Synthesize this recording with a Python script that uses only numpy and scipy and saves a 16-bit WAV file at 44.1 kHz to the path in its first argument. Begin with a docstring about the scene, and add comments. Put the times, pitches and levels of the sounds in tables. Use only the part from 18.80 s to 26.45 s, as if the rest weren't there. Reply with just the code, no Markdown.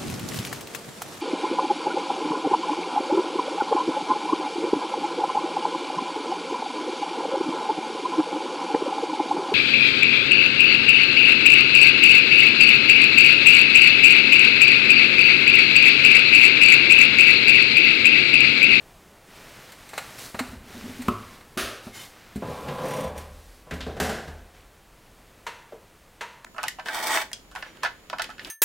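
"""A dishwasher is made ready in a small kitchen. First a hand rustles about, nudging the plastic lid of
the detergent cup, which clicks, flexes and rubs on its hinge, falls shut and is pressed until it snaps.
From 3.6 s the door swings up on creaking springs and thumps into its latch at 5.2 s, the cabinet
droning low. Last, from 6.7 s, panel buttons click. Quiet room air lies under it all."""
import sys
import numpy as np
from scipy import signal
from scipy.fft import rfft, irfft
from scipy.io import wavfile
from scipy.ndimage import uniform_filter1d

SR = 44100
rng = np.random.default_rng(int(sys.argv[2]) if len(sys.argv) > 2 else 0)


def waveform_to_disk(signal):
    """Save audio, clipped to [-1, 1], as 16-bit WAV at the path in sys.argv[1]."""
    frames = np.transpose(np.atleast_2d(signal))
    scaled = np.clip(frames, -1, 1) * 32767
    samples = np.round(scaled).astype(np.int16)
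    wavfile.write(sys.argv[1], SR, samples)


N = 337365
T = np.arange(SR) / SR  # seconds into one hit
NOW = np.arange(N) / SR  # seconds into the scene
TOP_HZ = 15900


# Nudges of the lid. Each row: start in seconds, level in dB, rise in seconds, tilt in dB per octave.
LID_CLICKS = [(.918, -48.5, 0.0028, 4.5), (1.088, -48, .004, 5.5), (1.132, -39, .0015, -0.5),
              (1.1765, -29.5, 0.0025, 1.5), (1.543, -35.5, .0025, -2.5), (1.5892, -27.5, 0.0031, 1),
              (2.217, -44.5, 0.0027, 5), (2.607, -52.5, 0.0026, 1), (3.068, -45, 0.0022, -7),
              (3.554, -48.5, 0.008, 6)]
# Their plastic tone. Each row: frequency in Hz, gain in dB.
LID_COLOUR = [(120, -58), (200, -16), (465, -4), (671, 0), (1530, -2), (2910, -9), (3310, -17.5),
              (4040, -9), (5040, -22.5), (8740, -17.5), (9580, -26), (10300, -23), (15100, -30),
              (16000, -39)]
# The lid's short ring. 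Each row: pitch in Hz, gain in dB, decay in seconds.
LID_MODES = [(786, 7.5, 0.12), (1423, -6, 0.22), (2135, 7, 0.1), (2560, -12, 0.25), (4090, -0.5, 0.13),
             (4350, -1.5, 0.092), (7400, -4.5, 0.13), (8940, -8, 0.12)]

def lid_clicks():
    """The plastic lid clicks and rings briefly as it is nudged on its hinge."""
    return clicks(LID_CLICKS, LID_COLOUR, t60=0.058, room_db=-7, modes=LID_MODES, modes_db=-8)


# The lid lands. Each row: start in seconds, level in dB, rise in seconds, tilt in dB per octave.
LID_FALL = [(2.2812, -24, 0.0019, 0)]
# The cup's hollow clack. Each row: frequency in Hz, gain in dB.
CUP_COLOUR = [(400, -16), (650, -11), (810, -21), (1050, 2), (1320, -2), (1700, -21), (2600, -15),
              (4500, -32.5), (8000, -35), (13500, -32), (16000, -38)]
# Its tight cluster of tones. Each row: pitch in Hz, gain in dB, decay in seconds.
CUP_MODES = [(1085, 0, .27), (1133, 2, 0.27), (1190, -5, 0.38), (1285, 0.5, 0.26)]

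def lid_fall():
    """The lid falls shut and sets the cup ringing."""
    return clicks(LID_FALL, CUP_COLOUR, t60=0.043, room_db=-6.5, modes=CUP_MODES, modes_db=-4)


# The snap. Each row: start in seconds, level in dB, rise in seconds, tilt in dB per octave.
CATCH = [(2.7735, -33, 0.00052, 0.84)]
# Its full-bodied tone. Each row: frequency in Hz, gain in dB.
CATCH_COLOUR = [(88, -49), (150, -38), (240, -3.5), (334, -6.5), (376, 0.5), (439, -7.5), (637, -3.5),
                (905, -18.5), (1260, -4.5), (2140, -12), (2920, -11), (6510, -20), (7620, -23.5),
                (9630, -21), (16000, -28.5)]
# Its long ring. Each row: pitch in Hz, gain in dB, decay in seconds.
CATCH_MODES = [(112, -2.5, 0.84), (372, 9, 0.28), (1270, -2, 0.82), (1660, -2, 0.31), (2500, -5.5, 0.72),
               (2770, -15, 0.58), (3768, -8, 0.74), (4750, -15, 1), (6400, -10, 0.6), (9000, -7, .28),
               (9760, -4, .28), (11100, -4, 0.27)]

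def catch_snap():
    """The lid's catch snaps in with a sharp crack that fills the room."""
    return clicks(CATCH, CATCH_COLOUR, t60=0.033, room_db=11, modes=CATCH_MODES, modes_db=2.5)


# Blows on the liner. Each row: start in seconds, level in dB, contact time in seconds.
LINER_THUDS = [(1.544, -38, 0.0031), (1.69, -39, 0.0097), (1.77, -41, 0.014), (2.2835, -20.5, 0.0014),
               (2.770, -32, 0.0005), (2.83, -39, 0.017), (3.068, -37.5, 0.0019), (3.5585, -29, 0.0015),
               (3.573, -31, 0.0026)]
# Its boxy body. Each row: pitch in Hz, gain in dB, decay in seconds.
LINER_MODES = [(72.8, -23, 0.82), (106.4, -13, 0.44), (185, -16, 0.2), (212, -2.5, 0.2), (237.5, 6.5, 0.1),
               (366, -2, 0.16), (417, -7, 0.21), (583, -12, 0.28), (700, -3.5, 0.12)]

def liner_thuds():
    """Soft blows wake the low modes of the hollow door liner."""
    return thuds(LINER_THUDS, LINER_MODES, room_db=-14.0)


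# The lid bends as it turns over. Each row: start in seconds, level in dB, pitch in Hz, rise in seconds.
LID_FLEXES = [(1.605, -28.5, 253, 0.0027), (1.724, -40, 246.5, 0.0074), (2.038, -37, 231, 0.003),
              (2.088, -38.5, 250, 0.0071), (2.189, -30.5, 249, 0.013)]

def lid_flexes(t60=0.12):
    """The lid's lowest bending mode swells and dies; its pitch shifts with the grip."""
    out = np.zeros(N)
    for start, db, hz, rise in LID_FLEXES:
        swell = 1 - np.exp(-(T / rise) ** 2)
        add(out, start, dose(ring([(hz, 0, t60)]) * swell, db))
    return out


# Turns of the lid. Each row: start in seconds, length in seconds, relative level in dB.
HINGE_RUBS = [(1.59, 0.22, -47), (1.87, 0.36, -44), (2.21, 0.12, -39)]
# The hinge's low grumble. Each row: pitch in Hz, gain in dB, decay in seconds.
HINGE_MODES = [(102, -10.5, 0.15), (241, 2, 0.056), (295, -7, 0.028), (378, -6.5, 0.058), (630, -18, .06)]

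def hinge_rub():
    """The hinge sticks and slips coarsely as the lid turns."""
    loudness = moves(HINGE_RUBS, attack_share=0.23, release_s=0.078)
    return friction(HINGE_MODES, grain_db=3.0, grain_hz=118.0) * loudness


# A finger slide. Each row: start in seconds, length in seconds, relative level in dB.
SLIDES = [(3.12, 0.1, -45)]
# Faint whistling tones. Each row: pitch in Hz, gain in dB, decay in seconds.
WHISTLE_TONES = [(2140, -0.5, 0.066), (3040, 1, 0.035), (3620, -3, .04), (4200, -9, .05), (5180, -9, .05),
                 (6060, -7, 0.033), (7060, -9, .05), (10300, -5, .03)]

def finger_slide():
    """Fingertips slide off the shut lid: a brief, thin, high scrape with faint whistling tones."""
    loudness = moves(SLIDES, attack_share=0.26, release_s=0.037)
    return friction(WHISTLE_TONES, grain_db=2, grain_hz=898) * loudness


# Creaks of the moving door. Each row: start in seconds, length in seconds, relative level in dB.
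CREAKS = [(3.615, 0.21, -36.5), (3.86, 0.052, -32.5), (3.965, 0.27, -33), (4.35, 0.039, -42),
          (4.86, 0.19, -47.5), (5.075, 0.036, -47)]
# The door skin's dark tone. Each row: frequency in Hz, gain in dB.
SKIN_COLOUR = [(70, -14.5), (120, -5.5), (175, -7), (290, -3.5), (400, -5), (550, -2), (780, -7.5),
               (1050, -7), (1250, -18), (2010, -19), (3800, -27), (6500, -45)]
# The twang of the coils. Each row: pitch in Hz, gain in dB, decay in seconds.
SPRING_MODES = [(170, -5.5, 0.24), (283.6, -2, 0.13), (502, -1.5, 0.15), (582, -5.5, 0.13),
                (689, -4.5, .12), (842, -4, 0.1), (1008, 0, 0.15), (1100, -3, 0.088)]

def springs(slips_per_s=450, scatter_db=8, coil_db=-5, room_db=-2):
    """The stretched springs slip in uneven jerks; each jerk rings the coils and the door skin."""
    slipping = rng.random(N) < slips_per_s / SR
    jerks = slipping * rng.choice([-1, 1], N) * undb(scatter_db * rng.random(N))
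    skin = colour(through(jerks, crack(rise=0.00039, t60=0.022)), SKIN_COLOUR)
    coils = through(jerks, ring(SPRING_MODES))
    creak = level(level(skin, 0) + level(coils, coil_db), -1.7)
    creak *= moves(CREAKS, attack_share=0.057, release_s=0.038)
    return creak + undb(room_db) * through(creak, kitchen())


# Bumps of the door. Each row: start in seconds, level in dB, contact time in seconds.
DOOR_THUMPS = [(3.67, -38, 0.0021), (3.84, -38.5, 0.0034), (4.25, -32.5, 0.013), (4.37, -35.5, 0.011),
               (4.505, -37.5, 0.0078), (4.924, -28.5, 0.0025), (5.018, -31, 0.013), (5.07, -37.5, 0.019),
               (5.209, -24, 0.0017), (5.475, -33.5, 0.0071)]
# Its deep boom. Each row: pitch in Hz, gain in dB, decay in seconds.
DOOR_MODES = [(76.9, -8, 0.64), (177.4, -5.5, 0.21), (251.5, -11, 0.64), (297.5, -11.5, 0.34),
              (426, -5, 0.26), (560, -6.5, 0.4), (783, -16, 0.41)]

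def door_thumps():
    """The whole door bumps on its springs and seal."""
    return thuds(DOOR_THUMPS, DOOR_MODES, room_db=-18.0)


# A run of ticks. Each row: start in seconds, level in dB, rise in seconds, tilt in dB per octave.
RATCHET = [(4.054, -50, .003, 2), (4.082, -51, .003, 5), (4.105, -43.5, .003, -0.5),
           (4.134, -44, 0.0027, -0.5), (4.166, -46.5, .003, 0), (4.203, -46.5, 0.0027, 2),
           (4.238, -47, .003, -1), (4.275, -51, 0.0027, -4), (4.377, -45.5, 0.0017, 2)]
# The hook's bright tone. Each row: frequency in Hz, gain in dB.
HOOK_COLOUR = [(900, -6), (1900, 3.5), (4500, -12.5), (7500, -11.5), (9300, -7), (12000, -13), (14000, -16),
               (16000, -26)]
# Its high ping. Each row: pitch in Hz, gain in dB, decay in seconds.
HOOK_MODES = [(3460, -1, 0.13), (5780, 5, 0.078), (6700, -3, 0.12), (8500, 2, 0.086), (9250, -2, 0.13),
              (9480, -7, .12), (11700, -8, .12), (12500, -8, .12), (13800, -5, .12)]

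def hook_ratchet():
    """A spring hook ratchets over its seat, pinging at each skip."""
    return clicks(RATCHET, HOOK_COLOUR, t60=0.047, room_db=-4.5, modes=HOOK_MODES, modes_db=-2.5)


# Knocks of hinges and latch, then the slam. Each row: start in seconds, level in dB, rise in seconds,
# tilt in dB per octave, ring of the contact point in Hz, its lift in dB.
LATCH_KNOCKS = [(3.622, -31.5, 0.0011, -7, 750, 11), (3.678, -37, 0.0045, -5.5, 520, 13),
                (3.881, -41.5, 0.0016, -1, 2900, 14), (4.035, -30.5, 0.0083, -5, 600, 13),
                (4.238, -33.5, 0.0044, -3.5, 586, 15), (4.9085, -34, 0.00086, -2, 2250, 9),
                (4.936, -47, .001, 1.5, 3000, 1), (5.0055, -37.5, .0006, -1.5, 3560, 17),
                (5.063, -32.5, 0.0023, -4, 480, 8), (5.095, -40, 0.0039, -3.5, 520, 12),
                (5.1665, -35, 0.00074, -3.5, 600, 7), (5.476, -41.5, 0.0027, -2.5, 414, 1)]
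SLAM = [(5.1996, -26.5, 0.0014, -0.74, 15000, 3), (5.243, -32.5, 0.0056, -3, 700, 6),
        (5.291, -31.5, 0.0042, -1.5, 760, 4)]
# Their broad clunk. Each row: frequency in Hz, gain in dB.
LATCH_COLOUR = [(71, -36), (120, -9), (251, -5), (289, -11), (410, -5.5), (513, -6.5), (727, -6),
                (892, -10), (1210, -12), (1550, -5.5), (2430, -15), (2640, -13.5), (7660, -19),
                (14700, -26.5), (16000, -43)]
# The latch's ring. Each row: pitch in Hz, gain in dB, decay in seconds.
LATCH_MODES = [(740, 4.5, 0.54), (784, 1, 0.35), (1625, -1, 0.57), (1800, -11, 0.73), (2630, -8, 0.52),
               (2870, -19, 0.27), (4425, -19, 0.51), (7270, -7, .2), (15200, -2, .08)]

def latch():
    """Hinges knock, the latch rides up its ramp and drops in; the rebound rattles the cabinet."""
    knocks = clicks(LATCH_KNOCKS, LATCH_COLOUR, t60=0.11, room_db=-1.5, modes=LATCH_MODES, modes_db=-15.5)
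    slam = clicks(SLAM, LATCH_COLOUR, t60=0.049, room_db=4.0, modes=LATCH_MODES, modes_db=-4.0)
    return knocks + slam


# Crisp button clicks, the last as a button springs back; one dull release thud.
# Each row: start in seconds, level in dB, rise in seconds, tilt in dB per octave.
BUTTON_CLICKS = [(6.6658, -32, .0003, 1), (7.4085, -31.5, .0003, 0.5), (7.6445, -38.5, 0.0011, 4)]
RELEASE_THUD = [(6.922, -38.5, .0005, 0)]
# The tones of click and thud. Each row: frequency in Hz, gain in dB.
BUTTON_COLOUR = [(120, -45), (200, -18.5), (305, -21), (500, -9), (579, -11), (777, -16), (968, -0.5),
                 (1060, -9.5), (1710, -9), (2020, -11), (2610, -15), (4430, -21.5), (4950, -29),
                 (6050, -24.5), (16000, -46.5)]
THUD_COLOUR = [(200, -12.5), (330, -5), (430, 3), (600, 1), (850, -11), (1600, -21), (3000, -32),
               (8000, -45)]
# The panel's ring. Each row: pitch in Hz, gain in dB, decay in seconds.
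PANEL_MODES = [(938, 7.5, 0.17), (1313, -19, 0.46), (1580, -2, 0.18), (2050, -8, 0.53), (2270, -18, 0.31),
               (2670, -10, 0.58), (2810, -8, 0.38), (3320, -22, 0.47), (3920, -22, 0.36), (5700, -24, 0.47)]

def buttons():
    """Buttons click and ring the panel; one thuds softly as the finger lets go."""
    crisp = clicks(BUTTON_CLICKS, BUTTON_COLOUR, t60=0.13, room_db=-4.0, modes=PANEL_MODES, modes_db=-7)
    return crisp + clicks(RELEASE_THUD, THUD_COLOUR, t60=0.18, room_db=-9.5)


# Strokes of hand, sleeve or sliding door parts.
# Each row: start in seconds, length in seconds, relative levels of rub and of hiss in dB.
STROKES = [(0.42, 0.51, -48, -56), (.93, 0.25, -50, -57), (1.086, 0.31, -46, -50.5),
           (1.367, 0.092, -43, -42.5), (1.517, 0.2, -51.5, -52.5), (1.804, 0.51, -44.5, -52),
           (2.326, 0.23, -49.5, -57), (3.02, .06, -52, -53), (3.129, 0.1, -45, -45.5),
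           (3.25, 0.46, -52, -74), (3.584, 0.41, -50, -53), (3.982, .22, -43, -49),
           (4.35, 0.064, -48.5, -54.5), (4.445, .33, -61, -59.5), (5.737, 0.04, -54.5, -73)]
# The tones of rub and hiss. Each row: frequency in Hz, gain in dB.
RUB_COLOUR = [(120, 0.5), (250, -2.5), (500, -3.5), (1000, -5), (2000, -4), (3500, -9.5), (6000, -15.5),
              (10000, -26)]
HISS_COLOUR = [(2000, -13), (4000, 0.5), (7000, -2.5), (10000, -3), (14000, -6), (16000, -12)]

def rustle():
    """Sliding surfaces: fine grains of friction make a dull rub and a bright hiss."""
    out = np.zeros(N)
    starts, lengths, rub_db, hiss_db = np.transpose(STROKES)
    for db, outline in ((rub_db, RUB_COLOUR), (hiss_db, HISS_COLOUR)):
        texture = colour(grains(grain_db=2.0, grain_hz=1500), outline)
        loudness = moves(zip(starts, lengths, db), attack_share=0.28, release_s=0.066)
        out += level(texture, -0.76) * loudness
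    return out


# The drone's swell. Each row: start in seconds, length in seconds, relative level in dB.
DRONE_SWELL = [(4.05, 1.66, -52)]

def cabinet_drone(hz=44, t60=0.23):
    """A low resonance of the cabinet swells as the door closes."""
    resonance = np.cos(2 * np.pi * hz * T) * fade(t60) * (1 - fade(t60))
    drone = through(rng.standard_normal(N), resonance)
    return level(drone, -1.6) * moves(DRONE_SWELL, attack_share=0.25, release_s=0.57)


# A dark bed of room tone. Each row: frequency in Hz, gain in dB.
AIR_COLOUR = [(12, -36), (20, -4), (49, -10), (70, -8.5), (277, -14.5), (399, -14), (642, -15.5),
              (873, -17), (1610, -21), (1860, -21), (5380, -30), (7730, -30.5), (16000, -35)]

def room_air(start_db=-51.5, waver_db=0.99, fade_db_per_s=0.53):
    """Quiet room noise wavers a little and grows slowly fainter."""
    air = level(colour(rng.standard_normal(N), AIR_COLOUR), start_db)
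    return air * undb(waver_db * walk(3.405) - fade_db_per_s * NOW)


def kitchen(t60=0.76, damp_hz=21700, build_s=0.0093):
    """Diffuse room tail of unit energy; it builds up quickly and the treble dies first."""
    hz, seconds, cells = signal.stft(rng.standard_normal(SR), SR, nperseg=256)
    band_t60 = t60 / (1 + hz[:, None] / damp_hz)
    tail = signal.istft(cells * np.exp(-np.log(1000) * seconds / band_t60))[1][:SR]
    tail *= 1 - np.exp(-T / build_s)
    return tail / np.sqrt(np.sum(tail ** 2))


def clicks(rows, outline, t60, room_db, modes=(), modes_db=0):
    """Hard contacts on one part: a coloured crack, the part's modes, and the room's answer."""
    out, room = np.zeros(N), kitchen()
    rings = [(hz, ring([(hz, db, decay)])) for hz, db, decay in modes]
    for start, db, rise, tilt_db, *spot in rows:
        hit = colour(crack(rise, t60), outline, tilt_db)
        tail = colour(room, outline, tilt_db)
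        if spot:  # the place that is struck favours one broad band
            spot_hz, lift_db = spot
            band = signal.iirpeak(spot_hz, Q=2, fs=SR)
            hit, tail = (x + (undb(lift_db) - 1) * signal.lfilter(*band, x) for x in (hit, tail))
        add(out, start, dose(hit, db) + dose(tail, db + room_db))
        if rings:  # a harder contact wakes more of the high modes
            tone = sum(undb(tilt_db * np.log2(hz / 1000)) * wave for hz, wave in rings)
            add(out, start, dose(tone * (1 - np.exp(-T / rise)), db + modes_db))
    return out


def thuds(rows, modes, room_db, lowest_hz=65):
    """Soft pushes on a panel: the longer the contact, the fewer high modes ring."""
    out = np.zeros(N)
    panel = colour(ring(modes), [(lowest_hz, 0), (TOP_HZ, 0)])  # the deepest bass rolls off below lowest_hz
    for start, db, contact in rows:
        push = np.sin(np.pi * np.minimum(T / contact, 1)) * np.exp(-2 * T / contact)
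        add(out, start, dose(through(panel, push), db))
    return out + undb(room_db) * through(out, kitchen())


def friction(tones, grain_db, grain_hz):
    """Stick-slip noise, coloured by short ringing tones."""
    return level(through(grains(grain_db, grain_hz), ring(tones)), -0.88)


def grains(grain_db, grain_hz):
    """Noise roughened by a flickering level."""
    return rng.standard_normal(N) * undb(grain_db * walk(grain_hz))


def moves(rows, attack_share, release_s):
    """Loudness of movements: each speeds up for a share of its length, holds, then runs out."""
    power = np.zeros(N)
    for start, length, db in rows:
        attack = np.clip((NOW - start) / (attack_share * length), 0, 1)
        release = np.exp(-np.maximum(NOW - start - length, 0) / release_s)
        power += (undb(db) * attack * release) ** 2
    return np.sqrt(power)


def crack(rise, t60):
    """Dense chatter of a contact that swells and dies, its energy spread evenly over frequency."""
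    swell = 1 - np.exp(-(T / rise) ** 2)
    spectrum = rfft(rng.standard_normal(SR) * swell * fade(t60), 2 * SR)
    smooth_power = uniform_filter1d(abs(spectrum) ** 2, size=500)
    return irfft(spectrum / np.sqrt(smooth_power + 1e-9))[:SR]


def ring(modes):
    """Ringing tones, each falling 60 dB over its decay time."""
    return sum(undb(db) * fade(t60) * np.sin(2 * np.pi * hz * T) for hz, db, t60 in modes)


def colour(x, outline, tilt_db=0, size=4096):
    """Causal filter with the given (Hz, dB) outline, tilted about 1 kHz."""
    octave = np.log2(np.maximum(np.fft.rfftfreq(size, 1 / SR), 1))
    hz, db = np.transpose(outline)
    octaves_below = np.maximum(np.log2(hz[0]) - octave, 0)
    shape_db = np.interp(octave, np.log2(hz), db) + tilt_db * (octave - np.log2(1000))
    shape_db -= 12 * octaves_below
    cepstrum = irfft(np.log(undb(shape_db)))[:size // 2]
    cepstrum[1:] *= 2  # minimum phase keeps attacks sharp
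    return through(x, irfft(np.exp(rfft(cepstrum, size))))


def walk(rate_hz):
    """Random drift with a spread near 1."""
    step = int(SR / rate_hz)
    return uniform_filter1d(np.repeat(rng.standard_normal(N // step + 1), step), step)[:N]


def level(x, db):
    """Set the rms level of a lasting sound."""
    return x * undb(db) / np.std(x)


def dose(x, db):
    """Set the energy of a hit, as its level if packed into 20 ms."""
    return x * undb(db) / np.sqrt(np.sum(x ** 2) / (.02 * SR))


def undb(db):
    return 10 ** (np.asarray(db) / 20)


def fade(t60):
    return np.exp(-np.log(1000) * T / t60)


def through(x, response):
    return signal.fftconvolve(x, response)[:len(x)]


def add(out, start_s, x):
    i = int(start_s * SR)
    out[i:i + len(x)] += x[:N - i]


def scene():
    """Lid, door and buttons over rustle and room air, the same in both ears."""
    lid = lid_clicks() + lid_fall() + catch_snap() + liner_thuds()
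    lid += lid_flexes() + hinge_rub() + finger_slide()
    door = springs() + door_thumps() + hook_ratchet() + latch()
    return np.tile(lid + door + buttons() + rustle() + room_air() + cabinet_drone(), (2, 1))


def record(dry):
    """A steep low-pass cuts the highest treble."""
    return signal.sosfilt(signal.ellip(10, .2, 70, TOP_HZ, fs=SR, output="sos"), dry)


dry = scene()
out = record(dry)
waveform_to_disk(out)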